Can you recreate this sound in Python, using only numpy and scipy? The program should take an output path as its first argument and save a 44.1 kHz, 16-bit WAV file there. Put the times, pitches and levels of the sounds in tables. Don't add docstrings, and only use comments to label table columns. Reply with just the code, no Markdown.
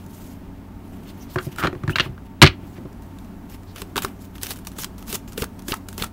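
import sys
import numpy as np
from scipy import signal
from scipy.fft import rfft, irfft, next_fast_len
from scipy.io import wavfile
from scipy.ndimage import uniform_filter1d, map_coordinates

SR = 44100
rng = np.random.default_rng(int(sys.argv[2]) if len(sys.argv) > 2 else 0)


def elevation(decibels):
    levels = np.asarray(decibels, float)
    return 10 ** (levels / 20)


def store_wav(level_fs):
    pcm = np.round(np.clip(np.atleast_2d(level_fs), -1, 1) * 32767)
    wavfile.write(sys.argv[1], SR, pcm.T.astype(np.int16))


N = 269892

# time_s, slap_peak_db, slap_centre_hz, crack_relative_db
TAPS = [(1.358, -12, 1170, -40), (1.385, -16, 1337, -14), (1.627, -14.5, 1290, -22),
        (1.636, -9.5, 1390, -37), (1.645, -10.5, 1320, -32), (1.656, -13.5, 1400, -28),
        (1.67, -12, 1480, -11), (1.728, -26, 1280, -34), (1.75, -31, 910, -28), (1.835, -25.5, 1280, -45),
        (1.877, -20.5, 1570, -34), (1.894, -14, 1420, -36), (1.957, -11.5, 1420, 0.5),
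        (1.984, -9, 1460, -11), (1.997, -6, 1672, -5.5), (2.004, -18, 1570, 6), (2.058, -28, 1074, -38),
        (2.178, -34, 1330, -24), (2.4166, 4.5, 1016, -3), (2.423, 11.5, 2090, -3.5), (2.432, 5, 1150, -3),
        (2.441, -2, 1880, -12.5), (2.453, -8.5, 1737, -8), (2.463, -7.5, 1610, -2), (2.472, -11, 1390, 1.5),
        (2.854, -43, 1002, -14)]
# time_s, slap_peak_db, snap_relative_db, crack_relative_db
TICKS = [(0.063, -46.5, 3, -27), (1.56, -35, -4, -19), (1.584, -18, -14.5, -21), (2.928, -52.5, 2.5, -20),
         (3.022, -52.5, 2.5, -19.5), (3.186, -47, 0.5, 2), (3.246, -48, -6, -5), (3.633, -44, -4.5, -19),
         (3.76, -32.5, -4, -2), (3.818, -29, 0.5, 2.5), (3.958, -17.5, -14, -8), (3.966, -17, -6, -3),
         (3.978, -12.5, -9, -2.5), (3.986, -23, -21, -7), (4.021, -26, 0, -4), (4.047, -13, -8, -18),
         (4.354, -39.5, -4.5, -2), (4.381, -39.5, -3, -2), (4.414, -40, 0, 2), (4.432, -28, 8, -7),
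         (4.46, -29.5, -8, -6), (4.467, -30.5, 1.5, -1), (4.506, -28, 0.5, -7), (4.516, -29.5, -4.5, -6),
         (4.559, -38.5, -2, -12), (4.588, -41.5, 0, -16), (4.649, -40, 0, -6), (4.67, -30.5, 4.5, -3),
         (4.717, -40.5, -4, -7), (4.765, -38, -7, -9), (4.785, -29.5, -8, -6), (4.834, -26, -3, -6),
         (4.844, -26.5, 5.5, 1.5), (4.981, -42.5, -1.5, -13), (5.025, -36, -6, -5), (5.08, -33, -7, -10),
         (5.127, -27.5, 4.5, -7), (5.154, -26.5, 3.5, -6), (5.277, -43, -3, -3.5), (5.322, -41, 2.5, -10),
         (5.331, -44, 1, -9), (5.377, -24.5, -4, -3), (5.421, -22.5, -2.5, 0), (5.441, -22.5, -5.5, -14.5),
         (5.593, -40.5, -1.5, -11.5), (5.621, -45, 1, -17), (5.682, -26, -1, -2), (5.72, -21.5, -8, 3),
         (5.74, -20, -9, -13), (5.886, -31.5, -0.5, -3), (5.928, -37, -0.5, -19.5), (5.979, -27.5, 2, -8),
         (6.022, -21.5, -5, 2.5), (6.042, -23, -3, -14)]
# centre_hz, width_hz, gain_db
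CARD_MODES = [(2800, 1000, 1), (4440, 1800, -1.5)]
# time_s, peak_db, contact_s
THUDS = [(0.057, -34, 0.0033), (1.359, -13.5, 0.0006), (1.466, -17, 0.0031), (1.587, -24, 0.0025),
         (1.635, -15, 0.0018), (1.648, -12.5, 0.00051), (1.676, -16.5, 0.00086), (1.729, -22.5, 0.00072),
         (1.754, -23.5, 0.0024), (1.836, -16.5, 0.0034), (1.878, -12, 0.0037), (1.898, -14, 0.0024),
         (1.958, -23, 0.0033), (1.998, -16, 0.00095), (2.06, -21.5, 0.0026), (2.089, -24.5, 0.0061),
         (2.121, -29, 0.006), (2.418, -1.5, 0.0023), (2.427, 8, .0026), (2.44, -1, .002),
         (2.461, -15.5, 0.003), (2.479, -18, 0.0065), (2.63, -28.5, 0.0032), (2.781, -29, 0.0011),
         (2.798, -29, 0.0029), (2.851, -26, 0.0015)]
# centre_hz, width_hz, gain_db
TABLE_MODES = [(54, 14, -13), (86, 17, -2), (137, 30, 2), (251, 30, -8.5), (288, 45, -3.5),
               (371.3, 31, 2.5), (507, 28, -4.5), (650, 210, -8.5)]
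# time_s, puff_peak_db, knock_peak_db
CLAPS = [(3.819, -29.5, -28), (3.957, -56, -23), (3.968, -25.5, -20), (4.043, -24, -21.5),
         (4.429, -30, -33), (4.51, -33, -35.5), (4.785, -45, -31.5), (5.13, -29, -26), (5.377, -40, -20.5),
         (5.419, -19, -18), (5.683, -39, -23.5), (5.718, -20.5, -20), (5.98, -40, -27.5),
         (6.018, -19, -27.5)]
# centre_hz, width_hz, gain_db
DECK_MODES = [(204, 90, 5), (400, 94, 9.5), (576, 75, -1), (1150, 400, -18)]
# start_s, full_speed_s, stop_s, hiss_db, scrape_relative_db
SLIDES = [(1.01, 1.104, 1.105, -53, 5), (1.127, 1.23, 1.245, -54, -4), (1.287, 1.3, 1.35, -50.5, -7),
          (1.343, 1.43, 1.47, -48, -10), (1.47, 1.53, 1.53, -50, 0), (1.568, 1.586, 1.606, -38, 3),
          (1.619, 1.636, 1.664, -52.5, 26), (1.875, 1.905, 1.92, -46.5, 4),
          (1.956, 1.958, 1.968, -42.5, 12), (1.97, 1.99, 2.063, -52, 15.5), (2.235, 2.26, 2.265, -62, 4),
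          (3.0, 3.03, 3.06, -62, -9), (3.18, 3.19, 3.25, -61.5, -9), (3.485, 3.501, 3.55, -52, -0.5),
          (3.52, 3.53, 3.56, -61, -8), (3.74, 3.766, 3.78, -47.5, 2.5), (3.768, 3.818, 3.805, -35.5, -3.5),
          (3.85, 3.866, 3.82, -60, -17), (3.964, 3.974, 3.99, -33.5, 0.5), (4.017, 4.02, 4.04, -37.5, -1.5),
          (4.05, 4.055, 4.09, -49.5, 2), (4.16, 4.225, 4.26, -53, -5.5), (4.345, 4.357, 4.362, -49, -1),
          (4.406, 4.432, 4.45, -35.5, -5.5), (4.424, 4.515, 4.517, -33, -5), (4.537, 4.535, 4.55, -54, 0),
          (4.555, 4.56, 4.572, -48, -4.5), (4.58, 4.588, 4.597, -51, -6), (4.645, 4.65, 4.665, -55, -8),
          (4.667, 4.671, 4.682, -45, -7), (4.69, 4.7, 4.735, -57, -2), (4.74, 4.771, 4.78, -49, -3),
          (4.782, 4.784, 4.83, -36, -5.5), (4.975, 4.981, 4.995, -52, -5), (5.0, 5.025, 5.04, -55, -4),
          (5.058, 5.082, 5.11, -42, -6), (5.07, 5.116, 5.157, -33, -5.5), (5.272, 5.284, 5.295, -49, -6),
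          (5.3, 5.325, 5.37, -56, -5), (5.372, 5.377, 5.425, -34.5, -4.5), (5.585, 5.59, 5.6, -56, 0.5),
          (5.64, 5.672, 5.77, -50, -7), (5.678, 5.683, 5.72, -35.5, -4.5), (5.88, 5.886, 5.972, -54, -3),
          (5.976, 5.98, 6.045, -39, -0.5), (6.045, 6.05, 6.065, -50, 1)]
# time_s, hiss_db, scrape_relative_db
RUSTLE = [(0, -57.5, 4), (.06, -63.5, -4), (.14, -50.5, -6.5), (.24, -51.5, -5), (.32, -56.5, -4),
          (.47, -78, 15), (.81, -73, 8), (.86, -61.5, -2), (1.0, -62.5, 3), (1.6, -61.5, 7),
          (1.72, -70.5, 12), (2.3, -74, 10), (2.56, -88, 29.5), (2.65, -60.5, 3), (2.75, -58.5, -4.5),
          (2.81, -68.5, 7.5), (3.45, -68, 3), (3.6, -64, -1), (4.7, -66, 1.5), (6.12, -66, 0)]
# frequency_hz, relative_density_db
HISS_COLOUR = [(1760, -27.5), (3000, -0.5), (6620, 1), (9200, -1.5), (10100, 0), (15100, 3), (16000, -6)]
# frequency_hz, relative_density_db
SCRAPE_COLOUR = [(300, 10.5), (700, 5.5), (1500, 3), (3000, 5), (5000, -11.5), (9000, -37)]
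# start_s, end_s, centre_hz, width_hz, level_db
RUBS = [(1.07, 1.117, 4000, 2500, -51), (1.197, 1.242, 5840, 890, -52), (1.28, 1.348, 4040, 2030, -52.5),
        (1.366, 1.421, 1420, 503, -33.5), (1.47, 1.56, 3960, 1500, -67), (1.581, 1.642, 1350, 400, -29.5),
        (2.745, 2.797, 1500, 2000, -49), (3.66, 3.735, 4200, 2010, -55.5), (4.026, 4.039, 1500, 502, -36),
        (5.428, 5.442, 1070, 700, -26.5), (5.728, 5.746, 1080, 700, -25.5), (6.033, 6.043, 1110, 400, -29)]
# time_s, pitch_hz, level_db
SQUEAK = [(1.917, 2500, -48), (1.927, 2630, -39.5), (1.936, 2950, -35), (1.946, 3090, -50),
          (1.955, 3100, -53)]
# pitch_hz, level_db
FAN_TONES = [(93.3, -45.5), (186.6, -49.5), (280, -50)]
# centre_hz, width_hz, level_db
FAN_BANDS = [(57, 9.2, -49), (904.3, 30, -60.5)]
# frequency_hz, relative_density_db
AIR_COLOUR = [(15, -28), (25, -0.5), (75, -7), (130, -9.5), (234, -2.5), (330, -12.5), (390, -12),
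              (472, -23), (660, -19), (1090, -24.5), (2140, -34), (3250, -41), (9400, -47), (15000, -43.5)]
# frequency_hz, t60_s
ROOM_T60 = [(100, 0.21), (1000, 0.18), (4000, 0.14), (12000, 0.13)]


def unit(x):
    return x / np.sqrt(np.mean(x ** 2) + 1e-20)


def peak(x):
    return x / np.abs(x).max()


def along(points, hz):
    f, v = np.transpose(points)
    return np.interp(np.log(hz + 1), np.log(f + 1), v)


def wobble(rate):
    knots = rng.standard_normal(int(N * rate / SR) + 4)
    return map_coordinates(knots, [np.arange(N) * rate / SR])


def filtered(x, response):
    m = next_fast_len(len(x) + 8192)
    return irfft(rfft(x, m) * response(np.fft.rfftfreq(m, 1 / SR)), m)[:len(x)]


def resonance(f, hz, width):
    return 1j * f * width / (hz * hz - f * f + 1j * f * width)


def modes(table):
    return lambda f: sum((-1) ** k * elevation(db) * resonance(f, hz, width)
                         for k, (hz, width, db) in enumerate(table))


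def noise(spectrum):
    return unit(filtered(rng.standard_normal(N), lambda f: elevation(along(spectrum, f))))


def narrow_noise(hz, width):
    return unit(filtered(rng.standard_normal(N), lambda f: resonance(f, hz, width) ** 2))


def patchy(x, depth_db):
    z = signal.stft(x, nperseg=256)[2]
    field = uniform_filter1d(rng.standard_normal(z.shape), size=10, axis=0)
    field = uniform_filter1d(field, size=8, axis=1)
    return unit(signal.istft(z * elevation(depth_db * unit(field)), nperseg=256)[1][:N])


def contacts():
    tap_snap_db, tap_t60_s = -31.5, .024
    tick_hz, tick_spread, tick_t60_s = 1300, .08, .017
    crest_db = 9
    out, t = np.zeros(N + SR), np.arange(4096) / SR
    tick_pitch = tick_hz * np.exp(tick_spread * rng.standard_normal(len(TICKS)))
    rows = [(s, db, tap_snap_db, hz, tap_t60_s, crack_db) for s, db, hz, crack_db in TAPS]
    rows += [(s, db, snap_db, hz, tick_t60_s, crack_db)
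             for (s, db, snap_db, crack_db), hz in zip(TICKS, tick_pitch)]
    for s, db, snap_db, hz, t60, crack_db in rows:
        at, burst = round(s * SR), rng.standard_normal((3, len(t)))
        burst[:, 30] += 3.5
        burst *= 1 - np.exp(-(t / 0.00059) ** 2)
        fade = elevation(-60 * t / t60)
        flex = lambda f: resonance(f, hz, 0.39 * hz) * resonance(f, hz, 1.1 * hz)
        slap = filtered(burst[0] * fade, flex)
        dull = lambda f: 1 / (1 + 1j * f / 5500) ** 3
        crack = filtered(burst[2] * fade ** 0.89, lambda f: modes(CARD_MODES)(f) * dull(f))
        edge_fade = elevation(-60 * t / 0.0019) + 0.36 * elevation(-60 * t / .018)
        bright = lambda f: resonance(f, 5800, 16000) * resonance(f, 7000, 14000)
        snap = filtered(burst[1] * edge_fade, bright)
        contact = peak(slap)
        contact += elevation(crack_db + crest_db / 2) * peak(crack)
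        contact += elevation(snap_db + crest_db) * peak(snap)
        out[at:at + len(t)] += elevation(db) * contact
    return out[:N]


def thuds():
    out, t = np.zeros(N + SR), np.arange(16384) / SR
    for s, db, contact_s in THUDS:
        push = np.sin(np.pi * np.clip(t / contact_s, 0, 1))
        rough = .5 * rng.standard_normal(len(t)) * elevation(-60 * t / 0.086)
        ring = filtered(push + rough, modes(TABLE_MODES))
        out[round(s * SR):][:len(t)] += elevation(db) * peak(ring)
    return out[:N]


def claps():
    out, t = np.zeros(N + SR), np.arange(4096) / SR
    u = t / 0.00222
    puff = u * (2 - u) * np.exp(-u)
    for s, puff_db, knock_db in CLAPS:
        knock = filtered(rng.standard_normal(len(t)) * elevation(-60 * t / 0.047), modes(DECK_MODES))
        out[round(s * SR):][:len(t)] += elevation(puff_db) * peak(puff) + elevation(knock_db) * peak(knock)
    return out[:N]


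def slides_and_rustle():
    swell_db, stop_db_per_s = 20.5, 856
    slips_per_s, slip_db, slip_s = 70, 2.5, .002
    t = np.arange(N) / SR
    hiss_power, scrape_power = np.zeros(N), np.zeros(N)
    for start, full, stop, db, relative_db in SLIDES:
        swell = swell_db * np.clip((full - t) / max(full - start, .001), 0, None)
        dying = stop_db_per_s * np.clip(t - stop, 0, None)
        power = elevation(2 * (db - swell - dying))
        hiss_power += power
        scrape_power += power * elevation(2 * relative_db)
    slips = (rng.random(N) < slips_per_s / SR) * rng.exponential(slip_db, N)
    jerks = elevation(2 * signal.fftconvolve(slips, np.exp(-t[:1024] / slip_s))[:N])
    s, hiss_db, relative_db = np.transpose(RUSTLE)
    hiss_power = hiss_power * jerks + elevation(2 * np.interp(t, s, hiss_db))
    scrape_power = scrape_power * jerks + elevation(2 * np.interp(t, s, hiss_db + relative_db))
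    catch_db = wobble(90) * 1.8 + wobble(400) * 1.2
    hiss = np.sqrt(hiss_power) * elevation(catch_db) * patchy(noise(HISS_COLOUR), depth_db=2.0)
    scrape = np.sqrt(scrape_power) * elevation(catch_db + 1.7 * wobble(60)) * noise(SCRAPE_COLOUR)
    return hiss + scrape


def rubs():
    out, t = np.zeros(N), np.arange(N) / SR
    for start, end, hz, width, db in RUBS:
        stroke = np.sin(np.pi * np.clip((t - start) / (end - start), 0, 1)) ** 1.1
        out += elevation(db) * narrow_noise(hz, width) * stroke
    return out


def squeak():
    s, hz, db = np.transpose(SQUEAK)
    t = np.arange(N) / SR
    pitch = np.interp(t, s, hz) * (1 + .015 * wobble(300))
    level = np.interp(t, s, db, -120, -120) + 2.5 * wobble(200)
    return elevation(level) * np.sqrt(2) * np.sin(2 * np.pi * np.cumsum(pitch) / SR)


def fan():
    t, out = np.arange(N) / SR, np.zeros(N)
    for k, (hz, db) in enumerate(FAN_TONES, 1):
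        level = elevation(db + 0.85 * wobble(6.1))
        out += level * np.sqrt(2) * np.sin(2 * np.pi * hz * t + 0.34 * k * wobble(4))
    for hz, width, db in FAN_BANDS:
        out += elevation(db) * narrow_noise(hz, width)
    air_db = -40.5 + 0.88 * wobble(3)
    return out + elevation(air_db) * noise(AIR_COLOUR)


def room(x):
    wet, size = np.zeros(N + SR), 4410
    delay = 200
    for at in range(0, N, size):
        hz, t, z = signal.stft(rng.standard_normal(SR // 4), SR, nperseg=256)
        decay = elevation(-60 * t / along(ROOM_T60, hz)[:, None])
        tail = signal.istft(z * decay, SR, nperseg=256)[1]
        echo = signal.fftconvolve(x[at:at + size], tail / np.linalg.norm(tail))
        wet[at + delay:at + delay + len(echo)] += echo
    return wet[:N]


def scene():
    cards = contacts() + thuds() + claps() + slides_and_rustle() + rubs() + squeak()
    mono = cards + elevation(-15.5) * room(cards) + fan()
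    return np.array([mono, mono])


def top_cut(x):
    return signal.sosfilt(signal.butter(12, 17060, fs=SR, output="sos"), x)


def record(dry):
    clipped = dry / (1 + np.abs(dry / .99) ** 12) ** (1 / 12)
    treble_cut = lambda f: np.where(f < 15750, 1, elevation(-22))
    mix = np.array([filtered(channel, treble_cut) for channel in clipped])
    return top_cut(np.clip(mix, -1, 1))


dry = scene()
out = record(dry)
store_wav(out)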